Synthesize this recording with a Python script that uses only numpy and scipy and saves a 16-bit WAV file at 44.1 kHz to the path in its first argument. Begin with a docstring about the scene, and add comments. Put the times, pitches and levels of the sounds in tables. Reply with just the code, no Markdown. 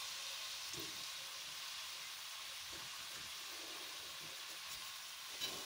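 """Chopped vegetables sizzle faintly in a metal pot over a low gas flame.
Countless tiny steam bursts superpose into a fine hiss and excite the air modes of the open pot.
There is one brief squeak; later a faint tone swells. Close by, handling adds dull rustles, a low rumble,
ticks, soft bumps, drags of skin and short rubs that leave the metal ringing.
One microphone, with a thin hiss of its own, feeds both channels."""
import sys
import numpy as np
from scipy.fft import rfft, irfft, next_fast_len
from scipy.io import wavfile

SR = 44100
rng = np.random.default_rng(int(sys.argv[2]) if len(sys.argv) > 2 else 0)


def inscribe(sig):
    """Save sig as 16-bit PCM at rate SR to the path in sys.argv[1].

    A 1-D sig is mono; a 2-D sig holds one channel per row.
    Samples are clipped to [-1, 1] before scaling.
    """
    pcm = np.round(np.clip(np.atleast_2d(sig).T, -1, 1) * 32767)
    wavfile.write(sys.argv[1], SR, pcm.astype(np.int16))


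N = 249144
TIME = np.arange(N) / SR
SIZE = next_fast_len(N)
FREQS = np.maximum(np.fft.rfftfreq(SIZE, 1 / SR), 1)

# spectrum of steam bursts heard through the food: frequency_hz, gain_db
BURST_SPECTRUM = [(450, -30), (700, -12.5), (950, -8.5), (1200, -5), (1750, -4.5), (2300, -3.5),
                  (2800, -0.5), (3600, 1.5), (4900, -2), (5900, -3), (7000, -8), (7900, -13.5), (9300, -11),
                  (11500, -16), (14000, -22)]
# upper modes of the handled body: pitch_hz, width_hz, gain_db
KNOCK_MODES = [(322, 28, 12), (388, 28, 10.5), (650, 180, -1)]


def from_db(db):
    """Decibels to amplitude ratio."""
    return 10 ** (np.asarray(db) / 20)


def rms_one(x):
    """Normalisation to unit power."""
    return x / np.sqrt(np.mean(x ** 2) + 1e-20)


def drift(rate_hz):
    """Random fluctuation: noise low-passed at rate_hz, with a spread near 1."""
    rolloff = 1 + (np.fft.rfftfreq(4096, 1 / 400) / rate_hz) ** 2
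    slow = irfft(rfft(rng.standard_normal(4096)) / rolloff)
    return np.interp(TIME, np.arange(4096) / 400, rms_one(slow))


def colour(points):
    """Spectral envelope through (frequency_hz, gain_db) points."""
    hz, db = np.transpose(points)
    return from_db(np.interp(np.log(FREQS), np.log(hz), db))


def resonances(modes):
    """Response of damped resonators (pitch_hz, width_hz, gain_db) whose powers add."""
    return np.sqrt(sum(from_db(db) ** 2 / (1 + ((FREQS ** 2 - hz ** 2) / (FREQS * width)) ** 2)
                       for hz, width, db in modes))


def shaped(x, gain):
    """Linear filtering by a gain per frequency; rms 1."""
    return rms_one(irfft(rfft(x, SIZE) * gain, SIZE)[:N])


def noise(gain):
    """Filtered Gaussian noise; rms 1."""
    return shaped(rng.standard_normal(N), gain)


def tone(hz, wander_hz, rate_hz=45):
    """Oscillation with random frequency modulation; rms 1."""
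    return np.sqrt(2) * np.sin(2 * np.pi * np.cumsum(hz + wander_hz * drift(rate_hz)) / SR)


def grains(per_s, spread_db):
    """Shot noise: impulses at random moments; spread_db makes a few of them larger."""
    sizes = from_db(spread_db * np.minimum(rng.exponential(1, N), 5)) * rng.choice([-1, 1], N)
    return sizes * (rng.random(N) < per_s / SR)


def swell(middle_s, spread_s):
    """Gaussian envelope."""
    return np.exp(-.5 * ((TIME - middle_s) / spread_s) ** 2)


def blow(start_s, t60_s, rise_s):
    """Envelope of a damped vibration: a quick rise, then exponential decay."""
    age = np.maximum(TIME - start_s, 0)
    return (1 - np.exp(-age / rise_s)) * from_db(-60 * age / t60_s)


def power_sum(envelopes):
    """Incoherent addition: the squares of the amplitudes add."""
    return np.sqrt(sum(envelope ** 2 for envelope in envelopes))


def reflected(x, sway=0.0405):
    """Comb filtering: near echoes interfere, their delays wandering as the microphone moves; rms 1."""
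    # first reflections from pot wall, stove and tiles: delay_s, gain_db
    paths = [(.0019, -14.5), (.0034, -17), (.0052, -16), (.0081, -18), (0.0125, -22.5), (.019, -22.5)]
    echoes = 0
    for delay, db in paths:
        departure = TIME - delay * (1 + sway * drift(0.195))
        echoes += from_db(db) * np.interp(departure, TIME, x, left=0)
    return rms_one(x + echoes)


def sizzle(vigour_db, tilt_db, bursts_per_band_s=9000, sputter_db=0.26, patchy_db=0.67):
    """Superposition of steam bursts: each size fills its own band at an unsteady level; rms 1."""
    edges_hz = np.geomspace(400, 16000, 13)
    spectrum, sputter, bursts = colour(BURST_SPECTRUM), drift(9.4), 0
    for low, high in zip(edges_hz, edges_hz[1:]):
        band = spectrum * (FREQS >= low) * (FREQS < high)
        octaves = np.log2(low / 3700)
        follow = np.clip(1 - 0.55 * octaves ** 2, .3, 1)  # middle sizes follow the heat most closely
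        trend_db = follow * vigour_db + tilt_db * np.clip(octaves, -1, 1)
        activity = from_db(trend_db + sputter_db * sputter + patchy_db * drift(13.0))
        pops = shaped(grains(bursts_per_band_s, spread_db=2.0), band)
        bursts += np.sqrt(np.sum(band ** 2)) * activity * pops
    return reflected(bursts)


def crackle(level_db=-64):
    """Sparse shot noise: bursts near the surface stand out as fine, sharp pricks."""
    return from_db(level_db) * shaped(grains(per_s=260, spread_db=0.5), colour(BURST_SPECTRUM))


def pot_air(vigour_db, level_db=-59, follow=0.57, wander=.012, waver_db=1.5):
    """Cavity resonance: bursts ring the air in the pot; rising steam makes pitch and strength waver."""
    # air modes of the open pot: pitch_hz, width_hz, gain_db
    air_modes = [(526, 14, -7), (627, 10, -1.5), (673, 8.6, -3), (863, 99, -6.5), (1074, 49, 5),
                 (1471, 33, -2.5), (1950, 89, -6), (2483, 100, -0.5), (2850, 67, -5.5), (3610, 340, -6.5)]
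    response = resonances(air_modes) / (1 + (450 / FREQS) ** 4)
    air = shaped(grains(per_s=1500, spread_db=2.5), response)
    warped_time = TIME + np.cumsum(wander * drift(9)) / SR
    strength = from_db(level_db + follow * vigour_db + waver_db * drift(3.6))
    return strength * np.interp(warped_time, TIME, air)


def flame(level_db=-73, flutter_db=2.0):
    """Combustion noise: a low, slightly unsteady rush of burning gas."""
    # spectrum of the flame: frequency_hz, gain_db
    flame_spectrum = [(20, -26), (42, -16), (65, 0.5), (90, 3.5), (118, -3.5), (148, 2), (200, -4.5),
                      (270, -8.5), (340, -2), (460, -7), (800, -11.5), (2000, -21)]
    return from_db(level_db + flutter_db * drift(5.9)) * noise(colour(flame_spectrum))


def rustles(light_db=-73.5, hollow_hz=545, width_hz=70):
    """Muffled friction noise: a light touch sounds hollow, a harder one excites the knock modes."""
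    # sliding touches: middle_s, relative_db, spread_s
    touches = [(0.303, -78, 0.23), (0.998, -76, 0.028), (1.317, -76, 0.19), (1.957, -74, 0.05),
               (2.51, -74, 0.028), (2.768, -72, 0.043), (3.13, -73, .035), (3.69, -61.5, 0.17),
               (4.065, -72, 0.11), (4.332, -67.5, 0.065), (4.531, -65.5, 0.029), (5.338, -64.5, 0.029),
               (5.55, -56.5, 0.078)]
    # spectrum of their friction: frequency_hz, gain_db
    dull_spectrum = [(120, -25), (260, -14), (330, 5), (430, 2.5), (510, -3), (620, 2.5), (850, -2),
                     (1300, -10.5), (2500, -39)]
    dull = noise(colour(dull_spectrum))
    knock = noise(resonances(KNOCK_MODES) / (1 + (FREQS / 800) ** 4))
    hollow = noise(resonances([(hollow_hz, width_hz, 0)]) ** 2)
    out = 0
    for middle, db, spread in touches:
        force_db = db - light_db
        ringing = from_db(3 - 0.93 * force_db) * hollow + from_db(-11 + 0.53 * force_db) * knock
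        out += from_db(db) * swell(middle, spread) * (dull + ringing)
    return out


def pushes(rumble_hz=76, width_hz=67):
    """Slow forcing stirs only the lowest resonance, heard as a rumble."""
    # slow pushes: middle_s, level_db, spread_s
    presses = [(0.68, -73, 0.044), (2.6, -73, .04), (2.72, -67.5, 0.045), (3.24, -65.5, 0.032),
               (4.77, -64, .014)]
    force = sum(from_db(db) * swell(middle, spread) for middle, db, spread in presses)
    return force * noise(resonances([(rumble_hz, width_hz, 0)]) ** 2)


def ticks(rise_share=0.047):
    """Damped transients: each light contact is a short band of noise around its own pitch."""
    # light contacts: start_s, level_db, pitch_hz, width_hz, t60_s
    contacts = [(0.6875, -44, 9000, 15000, .014), (0.7335, -35, 5940, 2200, .026),
                (0.741, -46, 6500, 4500, 0.067), (0.796, -41, 15300, 2200, .03),
                (1.035, -40, 4800, 2500, .034), (2.729, -53.5, 540, 420, 0.11),
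                (3.11, -51, 11000, 5000, .07), (3.148, -48.5, 1550, 1000, 0.15)]
    out = 0
    for start, db, hz, width, t60 in contacts:
        envelope = from_db(db) * blow(start, t60, rise_share * t60)
        out += envelope * noise(resonances([(hz, width, 0)]) ** 2)
    return out


def bumps(gain_db=5.5, rise_s=0.012, t60_s=0.24, soft_hz=650, rattle_db=-5):
    """Impact excitation: soft contacts ring the body's modes; the hand's padding keeps the treble out."""
    # soft contacts: start_s, relative_db, knock_over_thud_db
    impacts = [(0.738, -60, 4), (0.764, -62, 8.5), (0.79, -70, 18.5), (0.828, -66, 8), (0.872, -74, 14),
               (1.465, -67, -20), (2.722, -67.5, 8), (2.765, -65, -11), (2.82, -63, -12), (2.99, -67, -26),
               (3.16, -67.5, 3), (3.225, -72, -1), (4.205, -64.5, 1), (4.235, -63, -5), (4.76, -71, -2.5)]
    # low modes of the bumped body: pitch_hz, width_hz, gain_db
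    thud_modes = [(80, 95, -6), (148, 45, 0), (225, 70, -28)]
    soft = 1 / (1 + (FREQS / soft_hz) ** 4) / (1 + (45 / FREQS) ** 4)
    thud_envelope = sum(from_db(db) * blow(start, t60_s, rise_s) for start, db, _ in impacts)
    knock_envelope = power_sum(from_db(db + knock_db) * blow(start, t60_s, rise_s)
                               for start, db, knock_db in impacts)
    ring = rms_one(sum(from_db(db) * tone(hz, wander_hz=22, rate_hz=20.6) for hz, _, db in KNOCK_MODES))
    rattle = from_db(rattle_db) * noise(soft * resonances(KNOCK_MODES))
    thud = noise(soft * resonances(thud_modes))
    return from_db(gain_db) * (thud_envelope * thud + knock_envelope * rms_one(ring + rattle))


def drags(catch_db=1.5, catch_hz=25, stop_s=.02):
    """Stick-slip friction: skin scuffs the body in uneven catches and stops at once on letting go."""
    # drags of skin: start_s, end_s, level_db, rise_s
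    slides = [(0.905, 1.045, -66, .02), (3.12, 3.288, -69, .03), (5.382, 5.6, -61.5, 0.056)]
    # spectrum of the scuffing: frequency_hz, gain_db
    scuff_spectrum = [(35, -18), (70, -3), (150, 0.5), (230, -.5), (350, 0), (470, -8), (650, -5),
                      (1100, -24), (2500, -40)]
    force = 0
    for start, end, db, rise in slides:
        build = np.clip((TIME - start) / rise, 0, 1)
        release = np.clip((end - TIME) / stop_s + .5, 0, 1)
        force += from_db(db) * build * release
    return force * from_db(catch_db * drift(catch_hz)) * noise(colour(scuff_spectrum))


def faint_tones():
    """Modulated tones: one brief squeak; later a faint tone swells near the pot's 1470 Hz air mode."""
    # short tones: middle_s, level_db, spread_s, pitch_hz
    tone_swells = [(2.063, -57, 0.023, 2070), (2.997, -65, .06, 1476)]
    return sum(from_db(db) * swell(middle, spread) * tone(hz, wander_hz=24)
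               for middle, db, spread, hz in tone_swells)


def rubs(chatter_db=1.5, rasp_db=-9, shimmer_db=-3, linger_db=-10, linger_t60_s=3.6):
    """Friction-induced vibration: tiny slips hiss and make the metal sing; its high modes linger."""
    # dry rubs: middle_s, ring_db, hiss_db, spread_s
    strokes = [(3.153, -57, -60, .02), (4.513, -58, -57.5, 0.014), (4.73, -57, -54, 0.02),
               (4.87, -65, -61, 0.03), (4.965, -68, -64, 0.0074), (5.093, -64, -63, .01),
               (5.418, -45, -56, 0.0071), (5.445, -40, -58, 0.015), (5.485, -45.5, -58, 0.0079),
               (5.545, -69.5, -59, 0.07)]
    # modes of the rubbed metal: pitch_hz, wander_hz, gain_db
    metal_modes = [(1650, 21.2, -10), (2330, 23, -8), (2680, 35, -9), (3030, 32.3, 1.5), (3880, 32, 3.5),
                   (4040, 45, -3.5), (4740, 30, -5), (5270, 47, -17), (5650, 30.4, -7), (11200, 50, -20),
                   (14630, 55, -13), (15150, 200, -18), (15700, 45, -14)]
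    # thin high rings: pitch_hz, width_hz, stroke_gain_db, tail_gain_db
    high_modes = [(4750, 38, 5, 4), (5300, 50, 9, -5), (5650, 130, 1, 11), (7840, 40, 2, -13),
                  (9130, 60, 2, -15), (9700, 45, 1, -8), (10500, 350, -10, -2), (11200, 150, -5, -5),
                  (14650, 70, 0, -13), (15600, 70, 6, -9)]
    # spectrum of the friction hiss: frequency_hz, gain_db
    slip_spectrum = [(1000, -4.5), (2500, 1), (5500, 0), (7200, 12), (8200, -13), (9200, -2.5),
                     (11500, -2.5), (13700, -7), (15200, 3), (16000, -14)]
    slips = grains(per_s=3000, spread_db=0)
    shimmer = shaped(slips, resonances([(hz, width, db) for hz, width, db, _ in high_modes]))
    tail = noise(resonances([(hz, width, db) for hz, width, _, db in high_modes]))
    partials = sum(from_db(db + chatter_db * drift(90)) * tone(hz, wander)
                   for hz, wander, db in metal_modes)
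    rasp = shaped(slips, resonances([(hz, 220, db) for hz, _, db in metal_modes]))
    singing = rms_one(rms_one(partials) + from_db(rasp_db) * rasp)
    friction = shaped(slips, colour(slip_spectrum)) + from_db(shimmer_db) * shimmer
    ring_envelope = power_sum(from_db(db) * swell(middle, spread) for middle, db, _, spread in strokes)
    hiss_envelope = power_sum(from_db(db) * swell(middle, spread) for middle, _, db, spread in strokes)
    tail_envelope = power_sum(from_db(db + linger_db) * blow(middle, linger_t60_s, rise_s=.01)
                              for middle, _, db, _ in strokes)
    return ring_envelope * singing + hiss_envelope * friction + tail_envelope * tail


def pings():
    """Free vibration: a light scrape leaves the metal ringing thinly."""
    # decaying partials: start_s, level_db, pitch_hz, t60_s
    thin_rings = [(4.73, -57.5, 4755, .7), (4.725, -63, 9050, .5)]
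    return sum(from_db(db) * blow(start, t60, rise_s=.012) * tone(hz, wander_hz=14)
               for start, db, hz, t60 in thin_rings)


def scene(sizzle_gain_db=0.38):
    """Superposition of the cooking and the handling near it, alike in both channels."""
    # course of the slowly easing sizzle: time_s, relative_db, tilt_db_per_octave
    sizzle_course = [(0.0, -46.5, 2.5), (0.15, -47, 0.5), (1.07, -48.5, 1), (1.31, -50, 0.5),
                     (1.83, -48.5, 0), (2.14, -51, 0.5), (2.32, -50, 0.5), (4.78, -51.5, 0),
                     (5.17, -53, 0.5), (5.35, -49.5, 0.5)]
    time_s, *columns = np.transpose(sizzle_course)
    level_db, tilt_db = [np.interp(TIME, time_s, column) for column in columns]
    mean_db = np.mean(level_db)
    vigour_db = level_db - mean_db
    sizzling = from_db(mean_db + sizzle_gain_db) * sizzle(vigour_db, tilt_db)
    cooking = sizzling + crackle() + pot_air(vigour_db) + faint_tones() + flame()
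    handling = bumps() + drags() + pushes() + rustles() + rubs() + pings() + ticks()
    return np.array([cooking + handling] * 2)


def record(dry, hiss_db=-59.5, waver_db=1.9, cutoff_hz=15760):
    """Self-noise and band limiting: the microphone adds a wavering hiss; the top is cut steeply."""
    # microphone hiss, topped by the resonance of its port: frequency_hz, gain_db
    hiss_spectrum = [(500, -22.5), (9000, -14), (12500, -15), (13800, -21), (14300, -10), (14850, -1.5),
                     (15800, -6)]
    hiss = from_db(hiss_db + waver_db * drift(12)) * noise(colour(hiss_spectrum))
    passband = np.clip((cutoff_hz - FREQS) / 150 + .5, 0, 1)
    return irfft(rfft(dry + hiss, SIZE) * passband, SIZE)[:, :N]


dry = scene()
out = record(dry)
inscribe(out)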